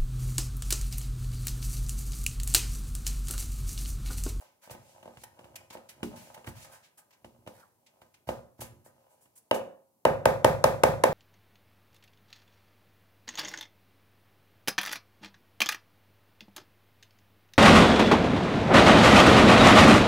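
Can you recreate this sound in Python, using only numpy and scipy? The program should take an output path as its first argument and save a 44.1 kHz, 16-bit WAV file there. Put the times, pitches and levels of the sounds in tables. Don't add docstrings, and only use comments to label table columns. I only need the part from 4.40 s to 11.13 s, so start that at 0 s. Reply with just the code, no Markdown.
import sys
import numpy as np
from scipy import signal
from scipy.io import wavfile

SR = 44100
rng = np.random.default_rng(int(sys.argv[2]) if len(sys.argv) > 2 else 0)


def volts_from_decibels(level):
    exponent = np.asarray(level, float) / 20
    return 10 ** exponent


def persist_wave(psi):
    counts = np.round(np.clip(psi, -1, 1) * 32767).astype(np.int16)
    wavfile.write(sys.argv[1], SR, np.atleast_2d(counts).T)


N = 296793
T = np.arange(N) / SR

# pitch_hz, level_db, t60_s (time to fade by 60 dB)
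BASE_TONES = [(75.2, -22, 0.75), (119.9, 1, 0.1), (135.6, -8, 0.27), (166.5, -17, 0.36)]
# pitch_hz, level_db, t60_s
HOLLOW_TONES = [(207, -10, 0.14), (241.1, 0, 0.12), (303.5, -0.5, 0.11), (344.2, -5.5, 0.23),
                (411, -12, 0.18)]
# pitch_hz, level_db, t60_s
WIRE_TONES = [(2310, -14.5, 0.026), (2660, -13, 0.034), (2896, 1.5, 0.018)]


def at_hz(points, hz):
    curve_hz, values = np.array(points)[:, 0], np.array(points)[:, 1]
    return np.interp(np.log(hz), np.log(np.maximum(curve_hz, 1)), values)


def rms_one(x):
    return x / np.sqrt(np.mean(x ** 2) + 1e-30)


def delay(x, s):
    k = max(round(s * SR), 0)
    return np.concatenate([np.zeros(k), x[:len(x) - k]])


def above(x, hz, order=2):
    return signal.sosfilt(signal.butter(order, hz, "high", fs=SR, output="sos"), x + 1e-18)


def soften(x, hz):
    r = np.exp(-2 * np.pi * hz / SR)
    return signal.lfilter([(1 - r) ** 2], [1, -2 * r, r * r], x + 1e-18)


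def clicks(times, db):
    out = np.zeros(N)
    places = np.minimum((np.asarray(times) * SR).astype(int), N - 1)
    np.add.at(out, places, volts_from_decibels(db))
    return out


def ring(x, hz, t60):
    r, w = volts_from_decibels(-60 / (t60 * SR)), 2 * np.pi * hz / SR
    return signal.lfilter([0, np.sin(w)], [1, -2 * r * np.cos(w), r * r], x + 1e-18)


def puff_shape(rise_s, t60):
    t = np.arange(round(.3 * SR)) / SR
    shape = (1 - np.exp(-(t / rise_s) ** 2)) * volts_from_decibels(-60 * t / t60)
    return shape / shape.max()


def burst(times, db, rise_s, t60):
    return signal.fftconvolve(clicks(times, db), puff_shape(rise_s, t60))[:N]


def fading(s, before_s, after_s, fade_db):
    return fade_db * np.maximum(-(T - s) / before_s, (T - s) / after_s)


def bands(size):
    # pitch_hz, likeness (1 = the same)
    likeness = [(60, 1), (250, 0.64), (600, 0.21), (1400, 0.97), (3000, 0), (7000, 0), (15000, 0.2)]
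    edges_hz = 32 * 2 ** np.arange(0, 9.3, .5)
    white = rng.standard_normal((2, 2, size))
    for k, (low_hz, high_hz) in enumerate(zip(edges_hz, edges_hz[1:])):
        band = signal.butter(2, [low_hz, high_hz], "band", fs=SR, output="sos")
        mid, side = signal.sosfilt(band, white[k % 2])
        hz = np.sqrt(low_hz * high_hz)
        alike = np.clip(at_hz(likeness, hz), -1, 1)
        yield hz, np.sqrt(1 + alike) * mid + np.sqrt(1 - alike) * side * [[1], [-1]]


def kitchen(near, sent):
    # pitch_hz, left_db, right_db, t60_s
    standing = [(423, -28.5, -19, 0.4), (514.3, -14, -13, 0.42), (539.7, -18, -15, 0.49),
                (571.4, -19.5, -15, 0.2), (654, -24.5, -21.5, 0.11), (774, -22, -20.5, 0.095),
                (870.3, -20, -0.5, 0.19), (974, -32, -16.5, 0.18), (1020, -18.5, -18.5, 0.12)]
    # delay_s, left_db, right_db
    reflections = [(.011, -20, -10), (.0165, -9, -20), (.0505, -19, -19), (.101, -20, -20)]
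    # pitch_hz, t60_s
    room_t60 = [(80, 0.32), (160, 0.54), (420, 0.41), (1100, 0.46), (2900, 0.34), (7700, 0.37),
                (15000, 0.28)]
    # pitch_hz, level_db
    room_colour = [(60, -27), (150, -33.5), (350, -38.5), (600, -35.5), (1200, -34.5), (3000, -35.5),
                   (8000, -41.5), (15000, -41)]
    size = round(.7 * SR)
    t = np.arange(size) / SR
    tail = np.zeros((2, size))
    for hz, noise in bands(size):
        tail += noise * volts_from_decibels(at_hz(room_colour, hz) - 60 * t / at_hz(room_t60, hz))
    tail *= 1 - np.exp(-t / .006)
    for hz, left_db, right_db, t60 in standing:
        wave = np.sin(2 * np.pi * hz * t) * volts_from_decibels(-60 * t / t60 - 41)
        tail += wave * volts_from_decibels(np.array([[left_db], [right_db]]))
    dull = soften(near, hz=1600)
    echoes = np.zeros((2, N))
    for s, left_db, right_db in reflections:
        echoes[0] += delay(dull[0], s) * volts_from_decibels(left_db)
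        echoes[1] += delay(dull[1], s) * volts_from_decibels(right_db)
    return echoes + signal.fftconvolve(sent[None], tail, axes=1)[:, :N]


def wall(strikes):
    # pitch_hz, left_db, right_db, t60_s
    wall_tones = [(548.3, -1, -3, 0.049), (631, -20.5, 7.5, 0.013), (912, 2.5, -24, 0.017),
                  (1256, -18, -15.5, 0.031), (1590, -14.5, -7, 0.0075), (1970, -23, -12, 0.0075),
                  (3900, -37, -43.5, 0.0093), (1064, -5, -13.5, 0.015), (2220, -29, -25.5, .01),
                  (749, -3.5, -20.5, 0.013)]
    right_lag_s = .0013
    out = np.zeros((2, N))
    for k, (hz, left_db, right_db, t60) in enumerate(wall_tones):
        tone = ring(strikes, hz, t60) * (-1) ** k
        out[0] += volts_from_decibels(left_db) * tone
        out[1] += volts_from_decibels(right_db) * delay(tone, right_lag_s * (k < 3))
    return above(out, hz=378)


def low(strikes, tones):
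    both = sum(ring(strikes, hz, t60) * volts_from_decibels(db) for hz, db, t60 in tones)
    return both * volts_from_decibels(np.array([[-1.0], [1.0]]))


def squeak():
    loudest_s = 3.24
    hz = 1440 - 12000 * np.clip(T - loudest_s + .012, 0, .04)
    db = -54 - fading(loudest_s, before_s=.055, after_s=.022, fade_db=18)
    rough = 1 + .7 * rms_one(soften(rng.standard_normal(N), hz=200))
    return volts_from_decibels(db) * rough * np.sin(2 * np.pi * np.cumsum(hz) / SR)


def stirring(hiss):
    # time_s, level_db
    stir = [(0.0, -44.5), (0.2, -101), (0.41, -56), (0.68, -55), (0.85, -67), (1.01, -46.5), (1.28, -61),
            (1.51, -60), (1.75, -48.5), (2.16, -56.5), (2.3, -46), (2.51, -88), (2.93, -64), (3.38, -80),
            (3.65, -62.5), (4.0, -98), (4.6, -60.5), (5.1, -77.5)]
    # time_s, rumble_db, rubbing_hiss_db, spread_s
    drags = [(0.501, -72, -73, 0.25), (0.761, -55, -83, 0.21), (1.07, -49, -114, 0.22),
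             (1.67, -33, -90, 0.05), (1.85, -51, -70, 0.28), (2.23, -45.5, -60, 0.069),
             (2.35, -67, -69.5, 0.074), (0.82, -93, -67.5, 0.048), (3.05, -53.5, -110, 0.24),
             (4.07, -48.5, -100, 0.2), (4.25, -42.5, -101, 0.16), (4.42, -57, -106, .1)]
    push_s, push_levels = np.transpose(stir)
    push_db = np.interp(T, push_s, push_levels, left=-140, right=-140)
    grind = volts_from_decibels(-70.5 + .45 * (push_db + 76.5))
    rub = volts_from_decibels(-84 + 0.38 * (push_db + 52))
    for s, rumble_db, rub_db, spread_s in drags:
        drag = volts_from_decibels(-fading(s, spread_s, spread_s, fade_db=22))
        grind += drag * volts_from_decibels(rumble_db)
        rub += drag * volts_from_decibels(rub_db)

    sizes = volts_from_decibels(6.4 * np.minimum(rng.exponential(1, (2, N)), 4)) * rng.choice([-1, 1], (2, N))
    slips_per_s = np.array([[500], [150]])
    whisk_slips, bowl_slips = sizes * (rng.random((2, N)) < slips_per_s / SR)
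    scrape = rms_one(wall(above(soften(whisk_slips, hz=4880), hz=700, order=1)))
    twang = rms_one(low(whisk_slips, WIRE_TONES))
    rumble = rms_one(low(bowl_slips, BASE_TONES) + volts_from_decibels(-5) * low(bowl_slips, HOLLOW_TONES))
    flicker = volts_from_decibels(0.5 * rms_one(soften(rng.standard_normal(N), hz=25.3)))
    moving = volts_from_decibels(push_db - 9) * scrape + volts_from_decibels(push_db - 24.5) * twang
    return moving + grind * volts_from_decibels(-15.5) * rumble + rub * volts_from_decibels(8.0) * flicker * hiss


def smacks(hiss):
    # time_s, hiss_db, wall_db, fine_spit_db, t60_s
    tears = [(0.307, -45.5, -41, -30, 0.15), (1.159, -36.5, -43.5, -23, 0.045),
             (1.304, -40, -49, -77, 0.061), (1.491, -43.5, -49, -30, 0.11), (1.76, -48.5, -49.5, -36, 0.57),
             (1.945, -51, -39.5, -39, 0.042), (2.086, -61, -42, -33.5, 0.078),
             (2.709, -57, -58.5, -55, 0.052), (3.4653, -52, -65, -76, 0.099),
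             (3.742, -52.5, -59, -85, 0.075), (4.208, -39.5, -39.5, -21.5, 0.17),
             (4.979, -70, -73.5, -37, 0.05), (0.006, -62, -63, -40, 0.22),
             (5.1436, -37.5, -58, -23.5, 0.14)]
    # time_s, hiss_db, wall_db, fine_spit_db, t60_s
    peels = [(0.028, -62.5, -69, -72, 0.35), (0.239, -55.5, -52, -42.5, 0.21),
             (0.838, -43.5, -39, -26.5, 0.034), (1.3339, -49, -41.5, -68, 0.094),
             (2.172, -50.5, -50, -41, 0.21), (2.249, -63, -45, -67, 0.048), (2.329, -65, -47, -41.5, 0.17),
             (2.443, -53.5, -60.5, -86, 0.16), (2.583, -60, -52.5, -36.5, 0.093),
             (2.733, -56.5, -61, -62, 0.078), (3.1594, -75, -56.5, -52.5, 0.41),
             (3.201, -65, -54, -69, 0.055), (3.619, -64, -55.5, -72, 0.066),
             (4.458, -70, -56.5, -42.5, 0.14), (4.715, -76, -74, -51.5, 0.22), (4.824, -73, -71, -46, 0.16),
             (4.964, -65, -64, -38.5, 0.097), (2.067, -58, -39.5, -52, 0.044), (4.192, -68, -55, -75, 0.12),
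             (3.88, -58, -43.5, -70, 0.095)]
    grain = 1.6
    tugs = rng.standard_normal(N + 1)
    rustle = rms_one(wall(np.diff(tugs * np.abs(tugs) ** grain, n=2, prepend=0)))
    spit = above(hiss, hz=7720, order=4)
    dull = rms_one(soften(hiss, hz=5700))
    puffs = [(*row, 0.0053) for row in tears] + [(*row, 0.16 * row[-1]) for row in peels]
    out = np.zeros((2, N))
    for s, db, wall_db, spit_db, t60, rise_s in puffs:
        shape = puff_shape(rise_s, t60)
        i = max(round((s - 0.87 * rise_s) * SR), 0)
        part = slice(i, i + len(shape))
        puff = volts_from_decibels(db - 8.0) * dull[:, part]
        puff += volts_from_decibels(spit_db - 14.5) * spit[:, part]
        puff += volts_from_decibels(wall_db - 7.0) * rustle[:, part]
        out[:, part] += shape * puff
    return out


def struck_bowl(strikes, thuds, hollow, twangs, cracks, ticks):
    wire = low(twangs, WIRE_TONES)
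    close = wall(strikes) + cracks + volts_from_decibels(1.0) * wire
    body = low(soften(thuds, hz=141), BASE_TONES) + low(soften(hollow, hz=696), HOLLOW_TONES)
    boom = ring(strikes, 570.0, 0.013) * volts_from_decibels(5.5)
    boom -= ring(strikes, 923, 0.0066) * volts_from_decibels(2.0)
    boom += ring(strikes, 1700, 0.0025) * volts_from_decibels(3.5)
    spread = above(boom, hz=327) + above(ticks, hz=1930)
    return close, wire + body, spread


def bumps_and_taps(crack_noise):
    # time_s, wall_db, crack_db, thud_db, hollow_db
    bumps = [(0.309, -29.5, -56, -33, -59), (0.349, -34.5, -56, -73, -44.5),
             (0.771, -47, -50.5, -38.5, -85), (1.63, -30, -34, -46, -21), (2.074, -34, -40.5, -23.5, -34.5),
             (2.845, -34, -50, -41, -41.5), (3.064, -35, -56.5, -38.5, -45.5),
             (3.873, -32.5, -57, -27.5, -44), (3.889, -10.5, -35, -26.5, -27.5),
             (4.192, -36.5, -73, -32.5, -40), (4.217, -26.5, -46.5, -28, -40.5)]
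    # time_s, wall_db, crack_db
    taps = [(0.274, -36, -59), (0.297, -31.5, -50), (0.628, -36, -53), (0.656, -30, -56.5),
            (0.677, -28.5, -58), (0.991, -37, -53), (1.043, -55, -54), (1.306, -36, -52),
            (1.351, -24.5, -60), (1.371, -57, -51.5), (1.976, -33, -53), (2.044, -41, -50.5),
            (3.074, -25, -44.5), (3.617, -40.5, -58), (4.461, -37.5, -87), (4.857, -82, -65),
            (4.58, -51, -78)]
    full_taps = [(s, db, crack_db, db - 39, db - 16) for s, db, crack_db in taps]
    s, wall_db, crack_db, thud_db, hollow_db = np.transpose(bumps + full_taps)
    return struck_bowl(
        strikes=soften(clicks(s, wall_db - 9), hz=2030),
        thuds=clicks(s, thud_db - 9),
        hollow=clicks(s, hollow_db - 9.5),
        twangs=clicks(s, crack_db - 4),
        cracks=burst(s, crack_db, rise_s=0.00087, t60=0.058) * crack_noise,
        ticks=clicks(s, crack_db + 25.5))


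def knocks(crack_noise):
    # time_s, peak_db, thud_db, rocking_db, hardness (0-1)
    rim_knocks = [
        (5.112, -3, -27.5, -53, 0.47),
        (5.652, -1, -15.5, -23.5, 0.67),
        (5.856, -4, -10.5, -25.5, 0.87),
        (6.046, -4.5, -9.5, -19.5, 0.99),
        (6.241, -6, -9.5, -24.5, 1),
        (6.436, -5, -11, -19.5, 1),
        (6.638, -5, -41, -22, 0.93),
    ]
    # delay_s, level_db, pitch_hz
    rocks = [(0.052, 1.5, 153.3), (.086, -6, 119), (.122, -12.5, 92)]
    s, peak_db, thud_db, rock_db, hardness = np.transpose(rim_knocks)
    padding = 1 - hardness
    crack_db = -21 - 22 * padding
    touch = clicks(s - .0005, peak_db - 32.5) + clicks(s + 0.001033, peak_db + 1.0)
    hard = np.interp(T, s, np.clip(hardness, 0, 1) ** 1.82)
    blow = hard * soften(touch, hz=3180) + (1 - hard) * soften(touch, hz=694) * volts_from_decibels(-9)
    late_thump = soften(clicks(s + .049, peak_db - 11), hz=593)
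    close, body, spread = struck_bowl(
        strikes=blow + late_thump,
        thuds=clicks(s + 0.0052, thud_db - 12.5),
        hollow=clicks(s + 0.0027, peak_db - 39.5),
        twangs=clicks(s, -32 + 15.5 * padding),
        cracks=burst(s - .001, crack_db + 10.5, rise_s=0.00044, t60=0.021) * crack_noise,
        ticks=clicks(s + .001, crack_db + 24))
    snap = ring(clicks(s, crack_db + 7.5), 1900, 0.005)
    snap += ring(clicks(s + .0012, crack_db + 13.5), 1050, .008)
    for lag_s, db, hz in rocks:
        body = body + ring(soften(clicks(s + lag_s, rock_db + db), hz=205), hz, 0.07)
    return close + snap, body, spread


def scene():
    # pitch_hz, level_db per Hz
    hiss_colour = [(1200, -23), (2200, 3), (3500, -1.5), (7000, 2), (11000, -1.5), (15000, -8.5),
                   (17000, -8)]
    # pitch_hz, level_db per Hz
    crack_colour = [(1180, -2), (2000, -8), (5820, -19.5), (6590, -8.5), (7260, -28.5), (8000, -17.5),
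                    (13100, -20), (16000, -39)]
    # pitch_hz, level_db per Hz
    floor_colour = [(18, -40), (30, -16), (125, -5.5), (835, -7), (1150, -24), (3300, -27), (14500, -18),
                    (16500, -29)]
    noise = list(bands(N))

    def coloured(colour):
        return rms_one(sum(band * volts_from_decibels(at_hz(colour, hz)) for hz, band in noise))

    hiss = coloured(hiss_colour)
    crack_noise = coloured(crack_colour)[:, ::-1]
    background = volts_from_decibels(-73.5) * np.roll(coloured(floor_colour), 2 * SR, axis=1)
    slip = squeak()
    bump_close, bump_body, bump_spread = bumps_and_taps(crack_noise)
    knock_close, knock_body, knock_spread = knocks(crack_noise)
    close = bump_close + knock_close
    bowl = bump_body + knock_body + smacks(np.roll(hiss, SR, axis=1)) + stirring(hiss)
    sent = bowl.mean(axis=0) + bump_spread + knock_spread + volts_from_decibels(-14) * slip
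    return bowl + close + slip + kitchen(bowl + close, sent) + background


def band_limit(x):
    return signal.sosfilt(signal.butter(12, 16850, fs=SR, output="sos"), x)


def record(dry):
    right = delay(dry[1], 7 / SR)
    ports = above(np.array([dry[0], right]), hz=68.7, order=4)
    ports = .99 * np.tanh(ports / .99)
    mix = signal.sosfilt(signal.cheby2(10, 50, 16700, fs=SR, output="sos"), ports)
    return band_limit(mix)


dry = scene()
out = record(dry)
persist_wave(out)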